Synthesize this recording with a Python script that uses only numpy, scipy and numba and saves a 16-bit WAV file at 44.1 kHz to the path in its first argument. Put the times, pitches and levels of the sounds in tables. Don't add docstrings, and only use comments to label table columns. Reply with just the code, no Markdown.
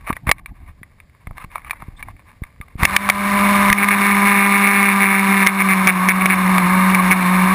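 import sys
import numpy as np
from scipy import signal
from scipy.fft import rfft, irfft
from scipy.io import wavfile
from scipy.ndimage import uniform_filter1d
from numba import njit

SR = 44100
rng = np.random.default_rng(int(sys.argv[2]) if len(sys.argv) > 2 else 0)


def digitize_waveform(pressure):
    field = np.atleast_2d(pressure).T
    bounded = np.clip(field, -1, 1)
    quanta = np.round(bounded * 32767).astype(np.int16)
    wavfile.write(sys.argv[1], SR, quanta)


N = 332514
T = np.arange(N) / SR
START_S, STARTER_OFF_S = 2.77, 3.72


# (time [s], firing rate [Hz])
SPEED = [(2.86, 191.4), (3.02, 200.7), (3.09, 198.0), (3.24, 201.1), (4.89, 199.5), (4.93, 197.0),
         (5.52, 195.0), (5.97, 184.9), (6.31, 189.2), (6.43, 184.6), (6.54, 186.4), (6.65, 178.8),
         (6.73, 185.0), (6.95, 188.4), (7.02, 182.9), (7.12, 188.2), (7.25, 181.6), (7.54, 188.7)]
# (time [s], looseness [0-1], rasp level [dB], chatter level [dB])
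HOLD = [(2.85, .76, -12, -13), (3.2, .64, -14.5, -16), (3.7, 0.53, -12, -13), (4.4, 0.2, -11, -13.5),
        (4.9, 0.31, -11.5, -13.5), (5.3, .25, -13.5, -15), (6.1, 0.87, -14, -17), (7.54, 0.8, -14.5, -17)]

def engine(spin_up_s=0.12):
    firing_hz, = in_time(SPEED)
    loose, rasp_db, chatter_db = in_time(HOLD)
    age_s = np.maximum(T - START_S, 0)
    starter_on = np.clip((STARTER_OFF_S - T) / 0.028, 0, 1)
    turns = np.cumsum(firing_hz * (1 + (0.002 + 0.004 * loose) * drift(45))) / SR
    sound = exhaust_hum(turns, loose, age_s, starter_on)
    sound += from_db(rasp_db) * exhaust_rasp(turns, loose)
    sound += from_db(chatter_db) * chatter(turns, loose)
    sound += mount_rattle(turns, loose) * rattle_envelope()
    sound += chassis_shake(loose, age_s)
    sound += starter_on * cold_spit(turns)
    return np.minimum(age_s / spin_up_s, 1) ** 1.55 * sound


# (order [x firing rate], relative level [dB])
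HUM_ORDERS = [(1, 1.5), (4, -24), (5, -16.5), (6, -10.5)]

def exhaust_hum(turns, loose, age_s, starter_on, level_db=-13, cold_db=-11.5, warm_up_s=0.26):
    phase = 2 * np.pi * turns
    hum = from_db(-21 + 10 * starter_on) * np.cos(3 * phase)
    hum += starter_on * from_db(-13) * np.cos(5 * phase)
    octave_db = -16 - 9 * loose
    for order, db in HUM_ORDERS + [(2, octave_db)]:
        hum += from_db(db + 0.87 * order * drift(50)) * np.cos(order * phase)
    return np.sqrt(2) * from_db(level_db + cold_db * np.exp(-age_s / warm_up_s)) * hum


# (frequency [Hz], width [Hz], gain [dB])
SILENCER_MODES = [(240, 170, -3.5), (800, 200, -7), (1044, 80, 8), (1186, 78, 6.5), (1520, 150, -1.5)]

def exhaust_rasp(turns, loose):
    blast = firings(turns, lag_turns=0.2904, jitter_s=0.00024 * loose, spread_db=3.5)
    gas = (0.081 + 2.46 * loose) * puffs(turns, lag_turns=0.3, fade=1.6)
    rasp = evened(resonate(gas - blast, SILENCER_MODES))
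    return cut(cut(rasp, 160, "high"), 1430, "low", order=4)


def chatter(turns, loose):
    force = puffs(turns, lag_turns=0.35, fade=2.8 - 2.4 * loose) * from_db(0.91 * drift(90))
    return evened(cut(case(force, top_db=9), 1080, "high"))


# (frequency [Hz], width [Hz], gain [dB])
MOUNT_MODES = [(1222, 65, 12), (2226, 120, 6)]

def mount_rattle(turns, loose):
    knock = firings(turns, lag_turns=0.36, jitter_s=0.00002 + 0.00006 * loose, spread_db=2.4)
    force = 0.51 * puffs(turns, lag_turns=0.36, fade=3.7) - knock
    ring = case(force, top_db=0) + resonate(force, MOUNT_MODES)
    return rms_one(cut(cut(ring, 200, "high"), 4600, "low", order=4))


# (start [s], length [s], level [dB])
RATTLES = [(3.777, 0.068, -7), (3.906, 0.043, -6), (4.01, 0.18, -16), (4.252, 0.68, -9.5), (5, 0.22, -8.5),
           (5.267, 0.17, -14.5), (5.463, 0.035, -3), (5.586, 0.038, -10), (5.688, 0.05, -10.5),
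           (5.785, .025, -13.5), (5.872, 0.037, -2.5), (6.086, 0.037, -9), (6.21, 0.0115, -14),
           (6.257, 0.007, -6), (6.299, 0.046, -11), (6.947, 0.0092, -13), (7.11, 0.028, -6.5),
           (7.224, 0.0093, -9.5)]

def rattle_envelope(onset_db=2.5, settle_s=0.054, waver_db=2.8, waver_hz=25):
    gain = np.zeros(N)
    for start_s, length_s, db in RATTLES:
        t = np.arange(int(length_s * SR)) / SR
        add(gain, start_s, from_db(db + onset_db * np.exp(-t / settle_s)))
    return uniform_filter1d(gain, size=40) * from_db(waver_db * drift(waver_hz))


def chassis_shake(loose, age_s, settled_s=4.7, settling_s=0.48, jolt_s=0.066):
    unsettled = np.clip((settled_s - T) / settling_s, 0, 1)
    sway = from_db(-34 + 16.2 * (loose - 1) + 8.7 * unsettled)
    jolt = from_db(-6.5) * np.exp(-age_s / jolt_s)
    shake = cut(cut(rng.standard_normal(N), 69, "low"), 70, "high")
    return rms_one(shake) * (sway + jolt)


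def cold_spit(turns, level_db=-28):
    gas = puffs(turns / 2, lag_turns=0.21, fade=17)
    return from_db(level_db) * rms_one(resonate(gas, [(2080, 830, 16), (4000, 770, -16)]))


# (time [s], peak [dB], ring [Hz])
SNAPS = [(0.314, 20.5, 2380), (2.852, 21.5, 2350), (2.964, 30.5, 2180), (3.099, 22, 1980),
         (3.728, 17, 2160)]

def starter_snaps(grind_s=0.0037, size=3000):
    out, t = np.zeros(N), np.arange(size) / SR
    for time_s, db, ring_hz in SNAPS:
        force = 0.27 * rng.standard_normal(size) * np.exp(-(t / grind_s) ** 2)
        force[0] += 2
        sound = case(force, top_db=7) + resonate(force, [(ring_hz, 330, 15)])
        add(out, time_s, from_db(db) * sound / np.abs(sound).max())
    return out


# (time [s], relative peak [dB],
# low-mode gain [dB])
TAPS = [(0.075, -19, 17), (0.104, -10.5, 38), (0.128, -16.5, -28), (0.166, -18.5, 6), (0.269, -15.5, 10),
        (0.279, -20, 6), (0.292, -1, 5), (0.298, -18, 16), (0.459, -14, -14), (0.831, -23, -33),
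        (1.001, -30, -30.5), (1.27, -23, 8), (1.309, -29, 25), (1.369, -32, -18), (1.556, -13, 17),
        (1.58, -23.5, 18), (1.646, -28, 8), (1.696, -22, 2), (1.708, -9.5, -13), (1.731, -24.5, 16),
        (1.821, -23, 25), (2.026, -20, -21), (2.084, -27, 20), (2.436, -23.5, -23), (2.612, -23, -17),
        (2.832, 2, 2), (3.089, 10.5, 12), (3.7, 5.5, -4), (3.886, 8, -9), (5.47, 18, -8), (6.581, 5, 5.5)]

def taps(panel_hz=2194, size=3000):
    out, t = np.zeros(N), np.arange(size) / SR
    for time_s, db, low_db in TAPS + touches():
        force = 0.16 * rng.standard_normal(size) * (np.exp(-t / 0.0042) + 0.036 * np.exp(-t / 0.009))
        force[0] -= 3
        grip = np.exp(0.06 * rng.standard_normal())
        thud = resonate(force, [(1090 * grip, 250, low_db + 10.5), (740 * grip, 260, low_db)])
        thud = cut(cut(thud, 1100, "low", order=4), 810, "high")
        panel = resonate(force, [(panel_hz * grip, 150, 15)])
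        sound = case(force, top_db=7, stretch=np.sqrt(grip)) + thud + panel
        add(out, time_s + 0.00055, from_db(db + 3) * sound / np.abs(sound).max())
    return out


# (time [s], peak [dB], swing frequency [Hz])
BUMPS = [(0.101, -10, 228), (0.124, -19, 40.3), (0.272, -9, 69), (0.289, -11.5, 112), (0.297, -16, 557),
         (0.815, -27.5, 149), (1.272, -19, 38), (1.308, -24, 52), (1.444, -23, 102), (1.826, -24.5, 114),
         (1.883, -20, 102), (2.419, -14, 78), (2.602, -21.5, 77), (2.754, -17.5, 75), (2.808, -18, 124),
         (2.828, -4.5, 67.6), (3.701, -4, 90)]

def bumps(rise_s=0.0015, decay_s=0.0019, size=6000):
    out, t = np.zeros(N), np.arange(size) / SR
    for time_s, db, hz in BUMPS:
        swing = np.sin(2 * np.pi * hz * t) * (1 - np.exp(-t / rise_s)) * np.exp(-t / decay_s)
        add(out, time_s, from_db(db) * swing / np.abs(swing).max())
    return out


# (time [s], relative rub level [dB], relative rumble level [dB])
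HANDS = [(0.0, -35, -46), (0.15, -54, -40.5), (0.36, -35, -24.5), (0.6, -51, -36.5), (0.95, -57.5, -54),
         (1.2, -60, -64), (1.3, -59, -40), (1.42, -39.5, -42), (1.6, -52, -45), (2.03, -44.5, -38.5),
         (2.16, -49.5, -45), (2.44, -61, -63), (2.8, -53, -45)]
# (frequency [Hz], relative density [dB])
RUMBLE_SPECTRUM = [(15, -14), (25, 6.5), (99, -2), (189, -14.5), (339, -21), (401, -36), (436, -72),
                   (700, -25.5), (910, -29), (1540, -120)]

def hands(grains_per_s=700, end_s=2.86):
    rub_db, rumble_db = in_time(HANDS)
    catches = rng.random(N) < grains_per_s / SR
    grains = catches * rng.standard_normal(N) * from_db(8.8 * drift(63))
    friction = rms_one(grains) + 0.5 * rng.standard_normal(N)
    dull = cut(resonate(friction, [(793, 250, -23.5), (1070, 180, 10.5)]), 1300, "low", order=4)
    rub = evened(cut(case(friction, top_db=8.5) + dull, 300, "high"), size=1200)
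    pressure = from_db(rub_db - 4.5 + 6.5 * drift(30.43))
    rumble = coloured(RUMBLE_SPECTRUM) * from_db(rumble_db - 0.5 + 4.4 * drift(29))
    return np.clip((end_s - T) / 0.02, 0, 1) * (pressure * rub + rumble)


def touches(rate_hz=4, count=60):
    peak_spread, low_spread = rng.standard_normal((count, 2)).T
    time_s = np.cumsum(rng.uniform(0.2, 1.8, count)) / rate_hz
    hand_s, rub_db, _ = np.transpose(HANDS)
    peak_db = np.interp(time_s, hand_s, rub_db) + 9 + 1.7 * peak_spread
    rows = np.transpose([time_s, peak_db, -10 + 8 * low_spread])
    return list(rows[time_s < START_S])


# (start [s], length [s], level [dB])
SCRAPES = [(0.062, 0.055, -32), (0.263, .046, -29), (1.4, 0.043, -57), (1.643, 0.051, -46),
           (1.71, 0.079, -51), (2.795, 0.021, -38)]

def scrapes():
    out = np.zeros(N)
    for start_s, length_s, db in SCRAPES:
        size = int(length_s * SR)
        creep_hz = 330 * np.exp(0.35 * rng.standard_normal())
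        grip = np.exp(0.07 * rng.standard_normal())
        travel = np.cumsum(creep_hz * (1 + 2.6 * rng.standard_normal(size + 1))) / SR
        slips = rms_one(np.diff(np.floor(travel))) * rng.uniform(0.28, 0.98, size)
        force = (slips + 0.14 * rng.standard_normal(size)) * signal.windows.tukey(size, 0.5)
        force = np.pad(force, (0, size))
        dull = cut(resonate(force, [(740 * grip, 250, -6), (1150 * grip, 220, -2)]), 1200, "low", order=4)
        sound = cut(case(force, top_db=2.5, stretch=grip) + dull, 270, "high")
        add(out, start_s, from_db(db) * rms_one(sound))
    return out


# (start [s], length [s], pitch [Hz], level [dB])
SQUEAKS = [(0.151, 0.021, 2320, -45), (1.41, 0.023, 1240, -40), (1.66, 0.022, 1145, -41),
           (1.695, 0.013, 2630, -46), (1.962, 0.027, 3640, -53.5), (2.609, 0.037, 1203, -46.5)]

def squeaks():
    out = np.zeros(N)
    for start_s, length_s, hz, db in SQUEAKS:
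        size = int(length_s * SR)
        phase = 2 * np.pi * np.cumsum(hz * (1 + 0.3 * rng.standard_normal(size))) / SR
        tone = np.sin(phase) + 0.15 * np.sin(2 * phase)
        add(out, start_s, from_db(db) * rms_one(tone * signal.windows.tukey(size, 0.6)))
    return out


# (frequency [Hz], relative density [dB])
AIR_SPECTRUM = [(35, -21), (60, 16), (109, 11), (277, 0), (342, -8.5), (584, -5.5), (1100, -22.5),
                (1360, -15), (2150, -8.5), (2700, -19), (4270, -19.5), (4790, -18), (5800, -26),
                (7540, -71), (12800, -120)]

def open_air(level_db=-52.5):
    return from_db(level_db) * coloured(AIR_SPECTRUM)


# (frequency [Hz], width [Hz], gain [dB])
CASE_MODES = [(864, 67, -29), (1162, 137, 8.5), (1620, 180, -0.5), (1780, 330, 5.5), (2113, 182, 8),
              (2232, 60, 8), (2724, 170, -0.5)]
CASE_TOP_MODES = [(3650, 223, -11), (4090, 140, -15.5), (4680, 130, -23), (5310, 167, -21)]

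def case(force, top_db, stretch=1):
    shift = [stretch, 1, 1]
    body = cut(resonate(force, np.multiply(CASE_MODES, shift)), 2620 * stretch, "low", order=10)
    top = cut(resonate(force, np.multiply(CASE_TOP_MODES, shift)), 3350 * stretch, "high", order=6)
    return body + from_db(top_db) * top


def firings(turns, lag_turns, jitter_s, spread_db):
    at = np.flatnonzero(np.diff(np.floor(turns - lag_turns)) > 0)
    timing, strength = rng.standard_normal((2000, 2))[:len(at)].T
    moved = np.clip(at + np.round(timing * jitter_s[at] * SR).astype(int), 0, N - 1)
    clicks = np.zeros(N)
    clicks[moved] = from_db(spread_db * np.minimum(strength, 0.5))
    return rms_one(clicks)


def puffs(turns, lag_turns, fade):
    return rms_one(rng.standard_normal(N) * np.exp(-fade * ((turns - lag_turns) % 1)))


def resonate(x, modes):
    out = 0
    for hz, width_hz, db in modes:
        radius = np.exp(-np.pi * width_hz / SR)
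        poles = [1, -2 * radius * np.cos(2 * np.pi * hz / SR), radius ** 2]
        out += from_db(db) * (1 - radius ** 2) / 2 * signal.lfilter([1, 0, -1], poles, x + 1e-18)
    return out


def coloured(spectrum):
    hz, db = np.transpose(spectrum)
    bin_hz = np.fft.rfftfreq(N, 1 / SR) + 1
    gain = from_db(np.interp(np.log(bin_hz), np.log(hz), db)) / (1 + (bin_hz / hz[-1]) ** 8)
    return rms_one(irfft(rfft(rng.standard_normal(N)) * gain, N))


def drift(rate_hz):
    knots = rng.standard_normal(4000)
    return rms_one(np.interp(T * rate_hz, np.arange(len(knots)), knots))


def cut(x, hz, kind, order=2):
    return signal.sosfilt(signal.butter(order, hz, kind, fs=SR, output="sos"), x)


def from_db(db):
    return 10 ** (np.asarray(db) / 20)


def rms_one(x):
    return x / np.sqrt(np.mean(x ** 2) + 1e-20)


def evened(x, size=3000):
    return x / np.sqrt(np.abs(uniform_filter1d(x * x, size)) + 1e-12)


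def in_time(rows):
    time_s, *columns = np.transpose(rows)
    return [np.interp(T, time_s, column) for column in columns]


def add(track, time_s, sound):
    start = round(time_s * SR)
    track[start:start + len(sound)] += sound[:N - start]


def scene():
    return (open_air() + engine() + taps() + starter_snaps() + bumps() + hands()
            + scrapes() + squeaks())[None]


@njit
def gain_control(x, limit, attack_s, recover_s):
    out, gain = np.empty_like(x), 1.0
    for i in range(len(x)):
        out[i] = x[i] * gain
        excess = min(max(abs(out[i]) / limit - 1, 0.0), 2.0)
        gain += (1 - gain) / (recover_s * SR) - gain * excess / (attack_s * SR)
    return out


def overload(x, ceiling_db):
    return x / (1 + (x / from_db(ceiling_db)) ** 8) ** (1 / 8)


def record(dry):
    sample_hz, cutoff_hz = 12000, 15300
    ducked = gain_control(cut(dry[0], 22, "high"), from_db(-5), attack_s=0.002, recover_s=0.4)
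    band = cut(overload(ducked, ceiling_db=4.5), 5850, "low", order=12)
    ticks_s = np.arange(N * sample_hz // SR + 2) / sample_hz
    samples = overload(np.interp(ticks_s, T, band), ceiling_db=-1.34)
    held = signal.resample_poly(np.repeat(samples, 8), SR, 8 * sample_hz)[:N]
    low_pass = signal.ellip(10, 0.1, 70, cutoff_hz, fs=SR, output="sos")
    return signal.sosfilt(low_pass, held)[None]


dry = scene()
out = record(dry)
digitize_waveform(out)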